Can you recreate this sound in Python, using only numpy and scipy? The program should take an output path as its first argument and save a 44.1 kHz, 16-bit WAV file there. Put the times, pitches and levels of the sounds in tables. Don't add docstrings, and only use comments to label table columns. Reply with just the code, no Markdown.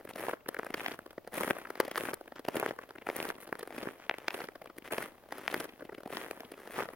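import sys
import numpy as np
from scipy import signal
from scipy.fft import rfft, irfft
from scipy.io import wavfile
from scipy.ndimage import uniform_filter1d

SR = 44100
rng = np.random.default_rng(int(sys.argv[2]) if len(sys.argv) > 2 else 0)


def wav_out(sig):
    wavfile.write(sys.argv[1], SR, np.round(np.clip(np.atleast_2d(sig).T, -1, 1) * 32767).astype(np.int16))


N = 306495

# frequency_hz, relative_db
THUD_SPECTRUM = [(40, -30), (100, -13), (200, -5), (350, 4.5), (560, 3.5), (820, -2), (1300, -33.5),
                 (3000, -61.5)]
SNAP_SPECTRUM = [(200, -51), (550, 7.5), (900, 2), (1400, 7.5), (2000, 6.5), (2800, -3.5), (3700, -13),
                 (5500, -30.5), (12000, -62.5)]
FIZZ_SPECTRUM = [(2000, -71), (4000, -5), (5500, -12.5), (7000, -6), (8200, -4.5), (9400, 6), (12000, 3),
                 (16000, -2.5)]
THUD_HZ, SNAP_HZ = 440, 1560
THUD_WIDTH_DB, CRUST_WIDTH_DB = 1.8, 2.5

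# the rear boot rolls onto its toe, then the front boot lands, crushes the snow and settles.
# landing_s, attack_s, hold_s, release_s, crush_db, snap_relative_db, fizz_relative_db,
# roll_s, roll_db, roll_snap_relative_db, settle_db, slip_db
FOOTSTEPS = [(-.45, .03, .15, .03, -46, 0, -6, .1, -58, 0, -68, -53),
             (0.191, .03, .11, .04, -47, 0.5, -5, 0.17, -67, -1, -80, -56),
             (0.791, 0.032, 0.14, 0.024, -50, 4, -6, 0.27, -60, 1.5, -65, -55),
             (1.35, .02, 0.15, 0.021, -42.5, 1.5, -4.5, 0.019, -64, -15, -51.5, -47),
             (1.97, 0.022, 0.14, 0.0086, -46.5, 2.5, -3.5, 0.18, -70, 16, -64, -50),
             (2.555, 0.021, 0.13, 0.033, -43.5, -1, -13, 0.069, -55, 1, -59.5, -49.5),
             (3.161, 0.0089, .14, .015, -48, 3, -3.5, 0.065, -49.5, -2.5, -82, -47),
             (3.762, 0.031, 0.12, 0.043, -50, -1.5, -10, 0.6, -60, -2, -58.5, -55),
             (4.341, .025, 0.094, .03, -50, 1, -5.5, 0.18, -62.5, 5, -65.5, -53),
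             (4.922, 0.0076, .115, 0.046, -48.5, 2.5, -3.5, 0.076, -69, -2, -60, -56.5),
             (5.519, .03, .13, .014, -45.5, -1.5, -9, .18, -53, 2, -60, -47.5),
             (6.13, 0.027, .075, .075, -51, 5, -3.5, 0.033, -63, -13, -51.5, -50.5),
             (6.776, 0.032, 0.044, 0.032, -43.5, 2.5, -9, 0.18, -58, 1, -56, -43)]
# time_s, thud_db, snap_db, snap_hz, bite_db, fizz_db, crumble_ms
CRUST_CRACKS = [(0.052, -43.5, -55.5, 1802, -63, -55, 2.9), (0.092, -46, -49.5, 1830, -60, -54, 3.7),
                (0.1598, -42.5, -45, 1630, -49.5, -54, 3.9), (.237, -37.5, -44, 1590, -64, -57, 1.35),
                (0.2841, -31, -57, 1150, -50.5, -60, 0.67), (0.2953, -51, -34.5, 1360, -59, -47, 2.6),
                (0.3347, -31, -34.5, 1110, -53, -66, 2.58), (.462, -49, -48.5, 1430, -68, -71, 1.75),
                (0.4884, -35, -37.5, 1590, -42.5, -39, 2.9), (.546, -45, -39, 1560, -52, -53, 1.7),
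                (0.5677, -47, -40.5, 1560, -69, -67, 1.76), (0.5904, -37.5, -39, 1490, -47.5, -50, 1.64),
                (.595, -33.5, -37, 1320, -70, -60, .5), (.632, -40.5, -42, 1400, -58, -65, 0.58),
                (.647, -44.5, -50, 1420, -60, -55, 1.1), (0.6668, -41, -40, 1480, -56, -55.5, 2.7),
                (0.705, -40.5, -45.5, 1820, -66, -56, 2.1), (0.7428, -37, -31.5, 1740, -36.5, -45.5, 1.8),
                (0.8065, -59, -39.5, 1980, -58, -67, 2), (0.8626, -47, -32.5, 2100, -42, -56, 1.18),
                (0.8831, -41, -40, 2040, -45, -51, 2.36), (0.9909, -43, -42.5, 1170, -57.5, -58, 1.3),
                (1.0623, -45, -49.5, 1317, -59, -63, 3.5), (1.1087, -53, -53.5, 1770, -55, -63, 4),
                (1.1813, -38, -46, 1410, -57.5, -73, 2.8), (1.2761, -44, -45.5, 1440, -54.5, -58, 5.1),
                (1.378, -34, -46, 1500, -71, -42, 4.63), (1.409, -32, -36, 1340, -48, -39, 1.45),
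                (1.4345, -37, -35, 1741, -57, -44, 1.77), (1.4795, -35.5, -37, 1560, -71, -52, 0.73),
                (1.5022, -30, -34.5, 1370, -55, -43, 1.9), (1.508, -29, -26.5, 1700, -42, -40.5, 1.26),
                (1.5665, -40.5, -46.5, 1230, -70, -59, 1.7), (1.5855, -48, -43.5, 1580, -61, -51, 1.7),
                (1.6546, -52, -41, 1120, -67, -72, 2.1), (1.7041, -37.5, -38, 1390, -49, -50, 2.6),
                (1.755, -45, -45, 1427, -52, -57, 1.7), (1.8024, -23.5, -26.5, 1612, -33, -36.5, 1.31),
                (1.8081, -37, -36, 1140, -43, -47, 3.4), (1.8523, -41, -47, 1800, -48.5, -52, 3.1),
                (1.8811, -39, -44, 1730, -52, -52, 2.44), (1.9144, -43, -41, 1840, -45, -46, 2.56),
                (1.9578, -44, -34, 1690, -40, -57, 0.4), (1.9785, -41, -29.5, 1355, -38, -40, 2.75),
                (2.054, -46, -39, 1670, -52, -47, 2.45), (2.0867, -35.5, -38, 1240, -58, -64, 1.4),
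                (2.1346, -34, -38, 1310, -47.5, -47, 1.93), (2.1416, -60, -50, 2052, -53, -38.5, 1.35),
                (2.2116, -43, -53, 1410, -60.5, -63, 2.4), (2.3221, -42.5, -48, 1269, -59, -69, 2.5),
                (2.396, -43, -49, 1456, -54, -54, 5.2), (2.4503, -44, -52, 1978, -49.5, -59, 1.9),
                (2.4854, -25.5, -31.5, 1015, -41, -46, 1.6), (2.557, -33, -41, 1670, -65, -43.5, 4),
                (2.569, -32, -41, 2110, -42, -41, 2.84), (2.599, -39, -37.5, 1890, -61, -39.5, 1.6),
                (2.6281, -33, -32.5, 940, -69, -66, 0.4), (2.635, -36, -39, 1396, -70, -63, 1.92),
                (2.662, -30, -32.5, 1550, -50, -47, 0.41), (2.709, -35, -38.5, 1560, -49, -65, 1.8),
                (2.7895, -40.5, -36.5, 1230, -57, -60, 1.1), (2.9077, -47, -47, 1318, -57, -67, 2.3),
                (2.9582, -49, -48.5, 1540, -69, -64, 3.27), (3.0688, -41.5, -37.5, 1722, -56, -55, 2.02),
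                (3.089, -30, -34.5, 1438, -49, -50, 0.95), (3.1, -37.5, -37, 1754, -46, -61, 1.3),
                (3.165, -41, -45.5, 2030, -56, -37.5, 2.1), (3.202, -37.5, -37.5, 2330, -52, -58, 0.37),
                (3.228, -40.5, -45, 2150, -43.5, -46, 1.4), (3.253, -40, -38, 1486, -48, -48, 2.06),
                (3.2898, -42.5, -57, 1880, -47.5, -43.5, 2.46),
                (3.3027, -34.5, -34, 1440, -45.5, -56, 0.65), (3.475, -47, -51, 1290, -55.5, -58, 4.15),
                (3.527, -31, -32.5, 1280, -52.5, -52, 0.94), (3.5541, -43.5, -44, 1469, -54.5, -59, 0.67),
                (3.594, -49, -46, 1608, -52, -47.5, 3.8), (3.631, -38.5, -42.5, 1411, -50.5, -51.5, 2.75),
                (3.675, -44, -49, 1620, -58, -56, 1.64), (3.7256, -52, -49, 1806, -57, -69, 2.7),
                (3.7831, -40, -42, 1958, -48, -50, 5.24), (3.8329, -39.5, -43, 1749, -45.5, -57, 6.6),
                (3.8723, -33.5, -40.5, 1257, -61, -68, 1.94), (3.8873, -49, -40, 1467, -69, -74, 0.49),
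                (4.096, -40.5, -27.5, 1990, -40, -67, 0.53), (4.1118, -41.5, -36.5, 1906, -53, -65, .98),
                (4.141, -48, -41, 1730, -67, -63, 1.2), (4.1844, -46, -48.5, 1940, -50.5, -55, 0.94),
                (4.2825, -39, -29.5, 1980, -32.5, -47.5, 1.33), (4.3063, -61, -40, 2140, -48, -54, 1.3),
                (4.3443, -39.5, -39, 1895, -44.5, -49, 2), (4.4047, -42, -39.5, 1370, -48, -65, 4.64),
                (4.4182, -48, -42, 1603, -64, -65, 2), (4.442, -44, -45, 1460, -47.5, -57, 2.3),
                (4.4875, -41, -40.5, 1430, -53.5, -62, 1.24), (4.5576, -46.5, -48, 1382, -56.5, -62, 5.6),
                (4.619, -46, -49, 1670, -57.5, -61, 2.61), (4.659, -44.5, -44.5, 1005, -59, -62, 2.44),
                (4.7022, -48.5, -49, 1232, -61, -72, 5.4), (4.7839, -44.5, -47.5, 1792, -54, -50, 4),
                (4.911, -46, -42, 1412, -60, -54, 2.7), (4.9248, -38, -37, 1902, -66, -40.5, 3.06),
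                (4.935, -37, -37.5, 2090, -62, -46, 3.15), (4.982, -35, -36, 1890, -42.5, -48, 3.3),
                (5.0249, -60, -37.5, 1677, -50, -45, 5.14), (5.3235, -41.5, -37.5, 1560, -45.5, -51, 2.4),
                (5.3825, -42.5, -47, 1236, -55, -52.5, 2.3), (5.4794, -47, -30, 1960, -36.5, -55, 0.48),
                (5.5432, -34.5, -30.5, 1725, -39, -43, 1.9), (5.6029, -39.5, -41, 1717, -43, -41, 3.6),
                (5.6436, -44, -46, 1510, -51, -50, 3.7), (5.8239, -41.5, -50.5, 1437, -62, -69, 3.12),
                (5.8942, -42.5, -48.5, 1437, -65, -75, 2.1), (5.926, -42.5, -48.5, 1280, -64, -67, 6.6),
                (5.9826, -43.5, -51.5, 1707, -59, -63, 3.52),
                (6.0589, -39.5, -50.5, 1790, -58.5, -63, 2.76), (6.1039, -42.5, -55, 1356, -67, -59, 4.04),
                (6.1708, -47.5, -40.5, 1900, -40, -66, 1.45), (6.3113, -39, -41, 1877, -49, -44.5, 1.63),
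                (6.4058, -45.5, -47.5, 1819, -49.5, -55, 2.76), (6.519, -44, -53, 1806, -54, -53.5, 2.9),
                (6.6753, -46, -47.5, 1519, -52.5, -56, 2.2), (6.7887, -33.5, -37, 1424, -51, -55, 1.4),
                (6.7967, -39, -36.5, 1307, -54, -52, 2.9), (6.806, -37, -34.5, 1520, -51, -61, 1.4),
                (6.823, -38.5, -38.5, 1440, -57, -63, 1.26), (6.8886, -40, -41, 1169, -54, -66, 1.18)]


def undb(db):
    return 10 ** (np.asarray(db) / 20)


def rms(x):
    return np.sqrt(np.mean(x ** 2)) + 1e-12


def response(spectrum, pitch_ratio=1, size=1024):
    hz, db = np.transpose(spectrum)
    bins_hz = np.maximum(np.arange(size // 2 + 1) * SR / size, 1)
    magnitude = undb(np.interp(np.log(bins_hz), np.log(hz * pitch_ratio), db))
    cepstrum = irfft(np.log(magnitude))
    cepstrum[1:size // 2] *= 2
    cepstrum[size // 2 + 1:] = 0
    ring = irfft(np.exp(rfft(cepstrum)))
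    return ring / np.linalg.norm(ring)


def convolve(x, ring):
    return signal.fftconvolve(x, np.atleast_2d(ring), axes=-1)[:, :x.shape[-1]]


def clicks(times, sizes, lag_ms, length, half_taps=4):
    channels = []
    for side, size in zip((1, -1), np.broadcast_to(sizes, (2, len(times)))):
        arrival = (times + side * lag_ms / 2000)[:, None] * SR
        taps = np.floor(arrival).astype(int) + np.arange(1 - half_taps, half_taps + 1)
        weights = size[:, None] * np.sinc(taps - arrival) * np.sinc((taps - arrival) / half_taps)
        inside = (taps >= 0) & (taps < length)
        channels.append(np.bincount(taps[inside], weights[inside], length))
    return np.array(channels)


def open_air(floor_db=-65, coherent_hz=2500, wind_hz=80, wind_db=-73, lee_db=-8, gust_db=5, gust_s=0.11):
    # frequency_hz, relative_db
    floor_spectrum = [(25, -22), (55, 0), (150, -3.5), (380, -1.5), (570, 4), (940, -4), (1650, -16),
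                      (2700, -15), (5000, -20.5), (7500, -27), (9500, -26), (15500, -15)]
    mid, side = convolve(rng.standard_normal((2, N)), response(floor_spectrum, size=4096))
    side = signal.sosfilt(signal.butter(1, coherent_hz, "high", fs=SR, output="sos"), side)
    wind = signal.sosfilt(signal.butter(2, wind_hz, fs=SR, output="sos"), rng.standard_normal((2, N)))
    gusts = np.interp(np.arange(N) / SR / gust_s, np.arange(N), rng.uniform(-0.32, 1, N))
    ports_db = wind_db + gust_db * gusts + np.array([[0], [lee_db]])
    return undb(floor_db) * np.array([mid + side, mid - side]) + undb(ports_db) * wind / rms(wind)


def boot_lag(times, overlap_s=0.2, rear_share=0.44, scatter_ms=0.029):
    # since_landing_s, left_lag_ms
    boot_path = [(0, 0.11), (.3, 0.072), (.52, -0.001), (.78, -0.07)]
    landings = np.array(FOOTSTEPS)[:, 0]
    step = np.maximum(np.searchsorted(landings, times) - 1, 0)
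    from_rear = (times - landings[step] < overlap_s) & (rng.random(len(times)) < rear_share)
    age_s = times - landings[np.maximum(step - from_rear, 0)]
    return np.interp(age_s, *np.transpose(boot_path)) + scatter_ms * rng.standard_normal(len(times))


def grain_sizes(count, spread_db):
    return rng.choice([-1, 1], count) * undb(spread_db * np.minimum(rng.exponential(size=count), 5))


def press(t, start_s, attack_s, hold_s, release_s):
    rise = np.maximum(start_s - t, 0) / attack_s
    fall = np.maximum(t - start_s - hold_s, 0) / release_s
    return np.exp(-rise ** 2 - fall ** 2)


def tread(t, rest_db=-79, settle_s=0.28, roll_edge_s=0.034, scrape_edge_s=0.0032):
    # start_s, length_s, thud_db, snap_relative_db, fizz_relative_db
    sole_scrapes = [(.095, 0.017, -47, -2.5, -8), (1.543, 0.083, -58, 5, -11), (2.362, 0.021, -59, 9, -23),
                    (2.814, 0.029, -58.5, 3.5, -10), (3.405, 0.038, -60, 4.5, 5.5),
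                    (3.99, .07, -69, 14, -16), (4.845, 0.041, -52.5, 3, -8.5), (6.707, 0.034, -57.5, 6, 3)]

    def colour(snap_db, fizz_db):
        return undb(np.broadcast_arrays(np.zeros(len(t)), snap_db, fizz_db)) ** 2

    light_snap_db, light_fizz_db = -2, -8.5
    light = colour(light_snap_db, light_fizz_db)
    power = light * undb(rest_db) ** 2
    for (landing_s, attack_s, hold_s, release_s, crush_db, snap_db, fizz_db,
         roll_s, roll_db, roll_snap_db, settle_db, _) in FOOTSTEPS:
        roll = press(t, landing_s - roll_s, roll_edge_s, roll_s, roll_edge_s) * undb(roll_db)
        crush = press(t, landing_s, attack_s, hold_s, release_s) * undb(crush_db)
        after_crush_s = np.maximum(t - landing_s - hold_s, 0)
        settle = (t > landing_s) * np.exp(-after_crush_s / settle_s) * undb(settle_db)
        stage = np.clip((t - landing_s) / hold_s - .5, -.5, .5)
        fade_db = 2.5 * stage + .5 - np.cos(np.pi * stage)
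        power += colour(roll_snap_db, light_fizz_db) * roll ** 2
        power += colour(snap_db, fizz_db - fade_db) * crush ** 2
        power += light * settle ** 2
    for start_s, length_s, thud_db, snap_db, fizz_db in sole_scrapes:
        scrape = press(t, start_s, scrape_edge_s, length_s, scrape_edge_s) * undb(thud_db)
        power += colour(snap_db, fizz_db) * scrape ** 2
    return 10 * np.log10(power)


def crunch(grains_per_s=2600, colour_db=2.0, pitch_ratio=1.32, smoothing_s=0.0286):
    # frequency_hz, relative_db
    rasp_spectrum = [(300, -13), (900, -4), (1900, 2), (2600, -5), (3300, -4), (4000, -14), (5200, -11),
                     (7500, -18), (12000, -28)]
    count = int(grains_per_s * N / SR)
    times = rng.uniform(0, N / SR, count)
    grains = grain_sizes(count, spread_db=7)
    lag_ms = boot_lag(times)
    even_grains = np.sign(grains) * np.sqrt(np.abs(grains))
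    t = np.arange(0, N / SR, .001)
    thud_db, snap_db, fizz_db = (np.interp(np.arange(N) / SR, t, curve) for curve in tread(t))
    pitches = pitch_ratio ** np.linspace(-1, 1, 3)
    voices = ((THUD_SPECTRUM, pitches, grains, thud_db, THUD_WIDTH_DB),
              (SNAP_SPECTRUM, pitches, grains, snap_db - 4.5, CRUST_WIDTH_DB),
              (rasp_spectrum, [1], even_grains, snap_db - 5, CRUST_WIDTH_DB),
              (FIZZ_SPECTRUM, [1], even_grains, fizz_db, CRUST_WIDTH_DB))
    out = 0
    for spectrum, shifts, sizes, level_db, width_db in voices:
        scatter_db = colour_db * rng.standard_normal(count) + width_db * rng.standard_normal((2, count))
        strengths = sizes * undb(scatter_db)
        shower = 0
        for k, shift in enumerate(shifts):
            group = np.arange(count) % len(shifts) == k
            impulses = clicks(times[group], strengths[:, group], lag_ms[group], N)
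            shower += convolve(impulses, response(spectrum, shift))
        power = uniform_filter1d(np.mean(shower ** 2, axis=0), int(smoothing_s * SR))
        out += shower * undb(level_db) / np.sqrt(np.abs(power) + 1e-12)
    return out


def fracture(thud_db, snap_db, snap_hz, bite_db, fizz_db, crumble_ms, lag_ms, size,
             clean_ms=1.51, usual_crumble_ms=1.95, scatter_ms=0.012, level_window_s=.01, count=64):
    # frequency_hz, relative_db
    bite_spectrum = [(1200, -7), (2400, 9), (3100, 10.5), (3900, 2.5), (4900, 4.5), (6000, -5.5),
                     (7500, -13), (12000, -16)]
    thud_hz = THUD_HZ * (usual_crumble_ms / max(crumble_ms, 1)) ** 0.19
    thud_hz *= (SNAP_HZ / snap_hz) ** 0.49
    stage = np.r_[0, rng.uniform(-3, 3, count - 1)]
    skew = np.where(stage < 0, 0.857, 1)
    offsets_ms = (1.122 + 0.428 * crumble_ms) * stage * skew
    times = size / 4 / SR + offsets_ms / 1000
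    lags_ms = lag_ms + scatter_ms * rng.standard_normal(count)
    main_break = (clean_ms / max(crumble_ms, .5)) ** 1.93
    grains = grain_sizes(count, spread_db=3.5) / (1 + stage ** 2)
    sizes = np.r_[main_break, grains[1:] / np.linalg.norm(grains[1:])]
    voices = ((THUD_SPECTRUM, thud_hz / THUD_HZ, thud_db, THUD_WIDTH_DB),
              (SNAP_SPECTRUM, snap_hz / SNAP_HZ, snap_db, CRUST_WIDTH_DB),
              (bite_spectrum, 1, bite_db, CRUST_WIDTH_DB),
              (FIZZ_SPECTRUM, 1, fizz_db, CRUST_WIDTH_DB))
    out = 0
    for spectrum, shift, level_db, width_db in voices:
        strengths = sizes * undb(width_db * rng.standard_normal((2, count)))
        burst = convolve(clicks(times, strengths, lags_ms, size), response(spectrum, shift))
        out += burst * undb(level_db) / rms(burst) * np.sqrt(level_window_s * SR / size)
    return out


def cracks(rows, size=2048):
    out = np.zeros((2, N + 2 * size))
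    lags_ms = boot_lag(np.array(rows)[:, 0])
    for (time_s, *timbre), lag_ms in zip(rows, lags_ms):
        start = int(time_s * SR) + size - size // 4
        out[:, start:start + size] += fracture(*timbre, lag_ms, size)
    return out[:, size:size + N]


def slips(stance_per_s=28, crush_per_s=70, stance_ms=2.88, crush_ms=1.91,
          relief_s=.013, pause_s=0.15, pause_db=-6, colour_db=2.5, max_slips=400):
    t = np.arange(0, N / SR, .001)
    landing_s, attack_s, hold_s, release_s, crush_db, *_, slip_db = np.transpose(FOOTSTEPS)
    load = sum(press(t, *timing) for timing in zip(landing_s, attack_s, hold_s, release_s))
    crushing = np.minimum(load, 1)
    slips_due = np.cumsum(stance_per_s + (crush_per_s - stance_per_s) * crushing) * t[1]
    crack_times = np.array(CRUST_CRACKS)[:, 0]
    rows = []
    for k, (late, snap, bite, fizz, pitch, crumble) in enumerate(rng.standard_normal((max_slips, 6))):
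        i = np.searchsorted(slips_due, k + .3 * late)
        if i == len(t) or np.abs(crack_times - t[i]).min() < relief_s:
            continue
        step = np.searchsorted(landing_s, t[i]) - 1
        stance_db = slip_db[step] + pause_db * (t[i] < landing_s[step] + hold_s[step] + pause_s)
        thud_db = stance_db + (crush_db[step] + 2 - stance_db) * crushing[i]
        snap_db = thud_db - 4 + colour_db * snap
        bite_db = thud_db - 16 + colour_db * bite
        fizz_db = thud_db - 15.5 + colour_db * fizz
        snap_hz = SNAP_HZ * np.exp(0.31 * pitch)
        crumble_ms = (stance_ms + (crush_ms - stance_ms) * crushing[i]) * np.exp(0.36 * crumble)
        rows.append((t[i], thud_db, snap_db, snap_hz, bite_db, fizz_db, crumble_ms))
    return cracks(rows)


def hedge(x, wet_db=-28, t60_s=0.37, delay_s=0.0082, top_hz=1800):
    t = np.arange(SR // 3) / SR
    tail = rng.standard_normal((2, len(t))) * np.exp(-np.log(1000) * t / t60_s) * (t > delay_s)
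    tail = signal.sosfilt(signal.butter(1, top_hz, fs=SR, output="sos"), tail)
    return undb(wet_db) * convolve(x, tail / np.linalg.norm(tail[0]))


def scene(left_over_right_db=1.5):
    outdoors = open_air()
    boots = crunch() + cracks(CRUST_CRACKS) + slips()
    balance = undb(np.array([[.5], [-.5]]) * left_over_right_db)
    return (boots + hedge(boots) + outdoors) * balance


def record(dry, top_hz=16000):
    return signal.sosfilt(signal.ellip(8, .2, 70, top_hz, fs=SR, output="sos"), dry)


dry = scene()
out = record(dry)
wav_out(out)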